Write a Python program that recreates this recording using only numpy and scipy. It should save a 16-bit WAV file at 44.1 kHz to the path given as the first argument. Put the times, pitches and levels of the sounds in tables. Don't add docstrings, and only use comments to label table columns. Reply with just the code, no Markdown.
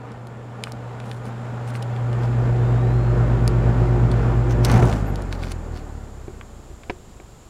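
import sys
import numpy as np
from scipy import signal
from scipy.fft import rfft, irfft, next_fast_len
from scipy.io import wavfile
from scipy.ndimage import map_coordinates

SR = 44100
rng = np.random.default_rng(int(sys.argv[2]) if len(sys.argv) > 2 else 0)


def to_wav(s):
    ch = np.atleast_2d(s).T
    pcm = np.round(np.clip(ch, -1, 1) * 32767)
    wavfile.write(sys.argv[1], SR, pcm.astype(np.int16))


N = 330309
TIME_S = np.arange(N) / SR
BLADES, FULL_PASS_HZ, MAINS_HZ, OFF_S = 5, 55.76, 60, 4.87
CLICK_LEAD_S = 0.004


def amp(db):
    return 10 ** (np.asarray(db) / 20)


def unit(x):
    return x / np.sqrt(np.mean(x ** 2) + 1e-20)


def wobble(rate_hz):
    knots = rng.standard_normal(int(N * rate_hz / SR) + 4)
    return map_coordinates(knots, [TIME_S * rate_hz])


def filtered(x, response):
    size = next_fast_len(len(x) + 8192)
    return irfft(rfft(x, size) * response(np.fft.rfftfreq(size, 1 / SR)), size)[:len(x)]


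def resonance(f, hz, width_hz):
    return 1j * f * width_hz / (hz * hz - f * f + 1j * f * width_hz)


def noise(spectrum):
    hz, db = np.transpose(spectrum)
    colour = lambda f: amp(np.interp(np.log(f + 1), np.log(hz), db))
    return unit(filtered(rng.standard_normal(N), colour))


def add(track, start_s, sound):
    part = track[round(start_s * SR):][:len(sound)]
    part += sound[:len(part)]


def nearness(reach_cm, falloff):
    # t/s, distance/cm
    approach = [(0, 64), (.4, 61), (.85, 39), (1.45, 29.8), (2.1, 9.7), (2.4, 5.5), (2.9, 3.4), (3.4, 1.34),
                (4.5, 1.5)]
    distance_cm = np.interp(TIME_S, *np.transpose(approach))
    return (1 + (distance_cm / reach_cm) ** 2) ** (-falloff / 2)


def envelope(start_s, attack_s, hold_s, release_s):
    t = TIME_S - start_s
    return np.clip(t / attack_s, 0, 1) * np.exp(-np.maximum(t - attack_s - hold_s, 0) / release_s)


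def motor(blade_db, hand_pass, level_db=-16, shade_db=-7, swell_db=3.5, flutter_db=3.5, stop_s=0.062):
    # mains multiple, relative level/dB
    harmonics = [(2, 1), (4, -22), (6, -14.5), (8, -45), (10, -24.5)]
    phase = 2 * np.pi * MAINS_HZ * TIME_S
    hum = amp(harmonics[0][1] + 0.5 * wobble(12)) * np.sin(2 * phase)
    slot_db = 0.62 * (blade_db - blade_db.max())
    for k, db in harmonics[1:]:
        hum += amp(db + slot_db + flutter_db * wobble(20)) * np.sin(k * phase + 0.86 * wobble(25))
    shaded_db = shade_db * nearness(reach_cm=2.47, falloff=3.1)
    gain = amp(level_db + shaded_db + swell_db * hand_pass) * nearness(reach_cm=5.45, falloff=1.08)
    powered = np.clip((OFF_S - TIME_S) / stop_s + 0.5, 0, 1)
    return np.sqrt(2) * gain * powered * hum


def rotor(balance_hz=19.9, braking_per_s=0.149):
    coast_s = np.maximum(TIME_S - OFF_S, 0)
    return balance_hz * np.tan(np.arctan(FULL_PASS_HZ / balance_hz) - braking_per_s * coast_s)


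def blades(pass_hz, phase, blade_db, uneven_db=-24, waver_db=0.8, eddy_db=3, low_cut_hz=46):
    # blade-pass multiple, relative level/dB
    pulse = [(1, 4.5), (2, -1.5), (3, -8), (4, -16), (5, -23), (6, -35.5)]
    mic_gain = lambda hz: 1 / np.sqrt(1 + (low_cut_hz / hz) ** 4)
    eddies = wobble(30)
    tones, shaft = np.zeros((2, N))
    for k, db in pulse:
        depth_db = waver_db if k == 1 else eddy_db
        tones += amp(db + depth_db * eddies) * mic_gain(k * pass_hz) * np.cos(k * phase)
    for k in range(3, 15):
        if k % BLADES:
            gain = (0.5 + rng.random()) * mic_gain(k * pass_hz / BLADES)
            shaft += gain * np.cos(k * phase / BLADES + rng.uniform(0, 2 * np.pi))
    return np.sqrt(2) * amp(blade_db) * (tones + amp(uneven_db) * shaft)


def air(phase, speed, hand_pass, inside_db=-27, grille_db=-34.5, gust_db=-21, cavity_hz=362):
    # f/Hz, relative level/dB
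    inside_spectrum = [(15, -12.5), (35, -3), (70, 4), (130, 0.5), (250, -1), (480, -6), (700, -9.5),
                       (1250, -14), (2000, -22.5), (3200, -35.5), (6000, -44), (10000, -56), (12500, -58),
                       (16000, -63)]
    grille_spectrum = [(20, -33), (60, -23), (130, -0.5), (220, 4), (320, -5.5), (450, 0), (650, -3),
                       (900, -4.5), (1300, -7), (2000, -17), (3200, -24.5), (5000, -33), (9500, -43.5),
                       (16000, -67.5)]
    gust_spectrum = [(20, -20), (60, -2), (110, 7), (300, -1), (500, -7), (900, -8.5), (1400, -16),
                     (2500, -55), (5000, -44), (10000, -58), (16000, -73)]
    chop = np.cos(phase)
    cavity = lambda f: 1 + amp(-2) * resonance(f, cavity_hz, width_hz=45)
    inside = unit(filtered(noise(inside_spectrum), cavity)) * amp(inside_db + 0.5 * chop + wobble(15))
    inside *= nearness(reach_cm=3.4, falloff=1) * speed ** 3.9
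    grille = noise(grille_spectrum) * amp(grille_db + 1.16 * chop + wobble(11))
    grille *= nearness(reach_cm=24.2, falloff=0.82) * speed ** 3.86
    gust = noise(gust_spectrum) * hand_pass * amp(gust_db + 0.5 * chop)
    return inside + grille + gust


def click(peak_db, hz, t60_s, rise_s=0.00021, snap=6, shell_hz=8900, shell_db=-5):
    t = np.arange(SR // 16) / SR - CLICK_LEAD_S
    shape = np.exp(np.minimum(t, 0) / rise_s) * amp(-60 * np.maximum(t, 0) / t60_s)
    burst = rng.standard_normal(len(t)) * shape
    burst[round(CLICK_LEAD_S * SR)] += snap
    body = lambda f: resonance(f, hz, 0.58 * hz) + amp(shell_db) * resonance(f, shell_hz, width_hz=2000)
    cutoff_hz = min(2.28 * hz, 11000)
    sound = filtered(burst, lambda f: body(f) / np.sqrt(1 + (f / cutoff_hz) ** 8))
    return amp(peak_db) * sound / np.abs(sound).max()


def handling(tick_gap_s=0.11, tick_hz=3500, scatter_db=2.5):
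    # t/s, peak level/dB, f/Hz, t60/s
    clicks = [(0.6379, -13, 3170, .01), (0.6712, -21, 1420, 0.015), (.721, -25, 5340, 0.0049),
              (1.115, -21, 2450, 0.01), (1.753, -21, 2000, 0.01), (1.8258, -23, 3920, 0.016),
              (2.1299, -29.5, 2970, 0.023), (3.478, -10.5, 4240, .006), (4.1157, -26, 3470, 0.035),
              (4.6486, -10, 4620, 0.024), (4.6986, -16.5, 2930, 0.023), (4.716, -16.5, 4400, .016),
              (4.9274, -19.5, 2490, .016), (5.1582, -22, 4170, 0.01), (5.2215, -29.5, 4430, .014),
              (5.3268, -17, 2600, .012), (5.4362, -19, 2300, .009), (5.518, -22.5, 4640, .022),
              (6.4122, -24, 1380, 0.0099), (6.835, -31.5, 1900, 0.018)]
    # start/s, end/s, typical peak level/dB
    grip_shifts = [(0.071, .34, -36), (.98, 1.08, -32), (1.783, 2.0, -34), (4.781, 4.98, -28.5)]
    out = np.zeros(N)
    for at_s, db, hz, t60_s in clicks:
        add(out, at_s - CLICK_LEAD_S, click(db, hz, t60_s))
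    for start_s, end_s, db in grip_shifts:
        for at_s in np.arange(start_s + tick_gap_s / 2, end_s, tick_gap_s):
            late, strong, high = rng.standard_normal(3)
            tick = click(db + scatter_db * strong, tick_hz * np.exp(0.25 * high), t60_s=0.012)
            add(out, abs(at_s + 0.2 * tick_gap_s * late), tick)
    return out


def knocks(crack_db=3, crack_t60_s=0.035, crack_hz=3000, contact_s=0.00037, scatter_db=1.5):
    # f/Hz, relative level/dB, t60/s
    modes = [(133, 1, 0.073), (219, -4, 0.037), (362.5, 4.5, 0.16), (399, 5, 0.065), (562, 7.5, 0.021),
             (693, 4, 0.025), (961, 2.5, 0.026), (1100, 4, 0.012), (1630, 3, 0.015), (2310, 12.5, 0.01),
             (2560, -6, 0.026), (3730, -8, .015)]
    # t/s, gain/dB, cutoff/Hz
    blows = [(4.827, -12.5, 500), (6.281, -21.5, 150), (6.711, -33.5, 248), (6.8975, -20, 2500),
             (6.9015, -20, 2000), (7.1998, -38.5, 1800)]
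    out, t = np.zeros(N), np.arange(SR // 4) / SR
    for at_s, db, cutoff_hz in blows:
        ring = np.zeros(len(t))
        for hz, mode_db, t60_s in modes:
            struck_db = mode_db + scatter_db * rng.standard_normal()
            ring += amp(struck_db - 60 * t / t60_s) * np.sin(2 * np.pi * hz * t)
        crack = amp(crack_db - 60 * t / crack_t60_s) * rng.standard_normal(len(t))
        crack = filtered(crack, lambda f: 2 / (1 + 1j * f / crack_hz) ** 2)
        blow = (ring + crack) * (1 - np.exp(-t / contact_s))
        add(out, at_s, amp(db) * filtered(blow, lambda f: 1 / (1 + 1j * f / cutoff_hz)) / 2)
    return out


def drag(level_db=-29.5, judder_db=2.5):
    # f/Hz, relative level/dB
    panel_spectrum = [(150, -3), (400, -8), (900, 3), (1400, 2), (2300, -4), (3500, -19), (8000, -29),
                      (16000, -53.5)]
    pressure = envelope(start_s=4.655, attack_s=0.012, hold_s=0.088, release_s=0.069)
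    return amp(level_db) * pressure * unit(noise(panel_spectrum) * amp(judder_db * wobble(250)))


def rubs(grain_db=4, squeak_db=4):
    # f/Hz, relative level/dB
    skin_spectrum = [(200, -7), (1200, 9.5), (2500, 6.5), (4300, 0.5), (5900, -1.5), (7500, -6),
                     (9500, -7.5), (11000, -8.5), (14000, -14), (16000, -19.5)]
    # centre/s, width/s, level/dB, squeak f/Hz
    strokes = [(0.668, 0.052, -52, 8500), (1.102, 0.11, -52, 9100), (1.267, 0.035, -49.5, 9200),
               (1.69, 0.026, -45.5, 8800), (1.761, .029, -43.5, 9000), (2.246, 0.043, -48.5, 4940),
               (4.515, 0.026, -41, 6170), (4.652, .017, -30.5, 5660), (4.72, .069, -37, 6140),
               (4.87, 0.18, -41, 7150), (5.34, .027, -43.5, 4500), (5.442, 0.067, -43, 4500),
               (5.512, 0.023, -40, 6300), (5.772, .05, -49, 4460)]
    out = np.zeros(N)
    grains = noise(skin_spectrum) * amp(grain_db * wobble(350))
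    for centre_s, width_s, db, hz in strokes:
        start, stop = round((centre_s - 2 * width_s) * SR), round((centre_s + 2 * width_s) * SR)
        squeak = lambda f: 1 + amp(squeak_db) * resonance(f, hz, 0.16 * hz)
        stroke = unit(filtered(grains[start:stop], squeak))
        swell = np.exp(-2 * np.linspace(-2, 2, len(stroke)) ** 2)
        add(out, start / SR, amp(db) * swell * stroke)
    return out


def whistles(glide_share=0.18):
    # start/s, end/s, first f/Hz, last f/Hz, peak level/dB, relative pitch waver
    glides = [(2.561, 3.17, 3600, 4250, -56, 0.0034), (5.06, 5.112, 12000, 11700, -53, .025)]
    out = np.zeros(N)
    for start_s, end_s, from_hz, to_hz, db, waver in glides:
        progress = np.clip((TIME_S - start_s) / (end_s - start_s), 0, 1)
        glide = (1 + np.tanh((progress - 0.5) / glide_share)) / 2
        hz = (from_hz + (to_hz - from_hz) * glide) * (1 + waver * wobble(400))
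        swell = np.sqrt(np.abs(np.sin(np.pi * progress)))
        out += amp(db) * swell * np.sin(2 * np.pi * np.cumsum(hz) / SR)
    return out


def reflections(x, t60_s, wet_db, low_hz=350, high_hz=4500):
    t = np.arange(SR // 3) / SR
    colour = lambda f: 1j * f / (low_hz + 1j * f) / (1 + 1j * f / high_hz)
    tail = filtered(rng.standard_normal(len(t)) * amp(-60 * t / t60_s), colour)
    return amp(wet_db) * signal.fftconvolve(x, tail / np.linalg.norm(tail))[:N]


def background(room_db=-47.5, hiss_db=-56.5, creep_db=12.5, creep_s=1.6, whine_hz=11800, whine_db=-21):
    # f/Hz, relative level/dB
    room_spectrum = [(20, 12.5), (100, 21.5), (300, 11.5), (380, 12.5), (600, 7), (1200, 4), (2000, -9.5),
                     (4000, -22), (8000, -23.5), (16000, -36)]
    hiss_spectrum = [(500, -7.5), (3000, -3.5), (6200, -7), (6900, 1.5), (7450, 3), (8100, -8),
                     (10000, -11.5), (13000, -17), (16000, -22)]
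    whine = amp(whine_db) * np.sin(2 * np.pi * whine_hz * TIME_S + 0.9 * wobble(70))
    hiss_gain = amp(hiss_db - creep_db * np.exp(-TIME_S / creep_s))
    return amp(room_db) * noise(room_spectrum) + hiss_gain * (noise(hiss_spectrum) + whine)


def scene():
    pass_hz = rotor()
    phase = 2 * np.pi * np.cumsum(pass_hz) / SR
    speed = pass_hz / FULL_PASS_HZ
    blade_db = -24 + 20 * np.log10(nearness(reach_cm=4.3, falloff=2.5) * speed ** 2.89)
    hand_pass = envelope(start_s=4.62, attack_s=0.13, hold_s=0.14, release_s=0.062)
    tones = motor(blade_db, hand_pass) + blades(pass_hz, phase, blade_db)
    airflow = air(phase, speed, hand_pass)
    airflow += reflections(airflow, t60_s=0.13, wet_db=-16)
    fan = tones + airflow + whistles()
    hand = handling() + rubs() + drag() + knocks()
    hand += reflections(hand, t60_s=0.054, wet_db=-17)
    return (fan + hand + background())[None]


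def record(dry, top_hz=15900):
    return filtered(dry[0], lambda f: f < top_hz)[None]


dry = scene()
out = record(dry)
to_wav(out)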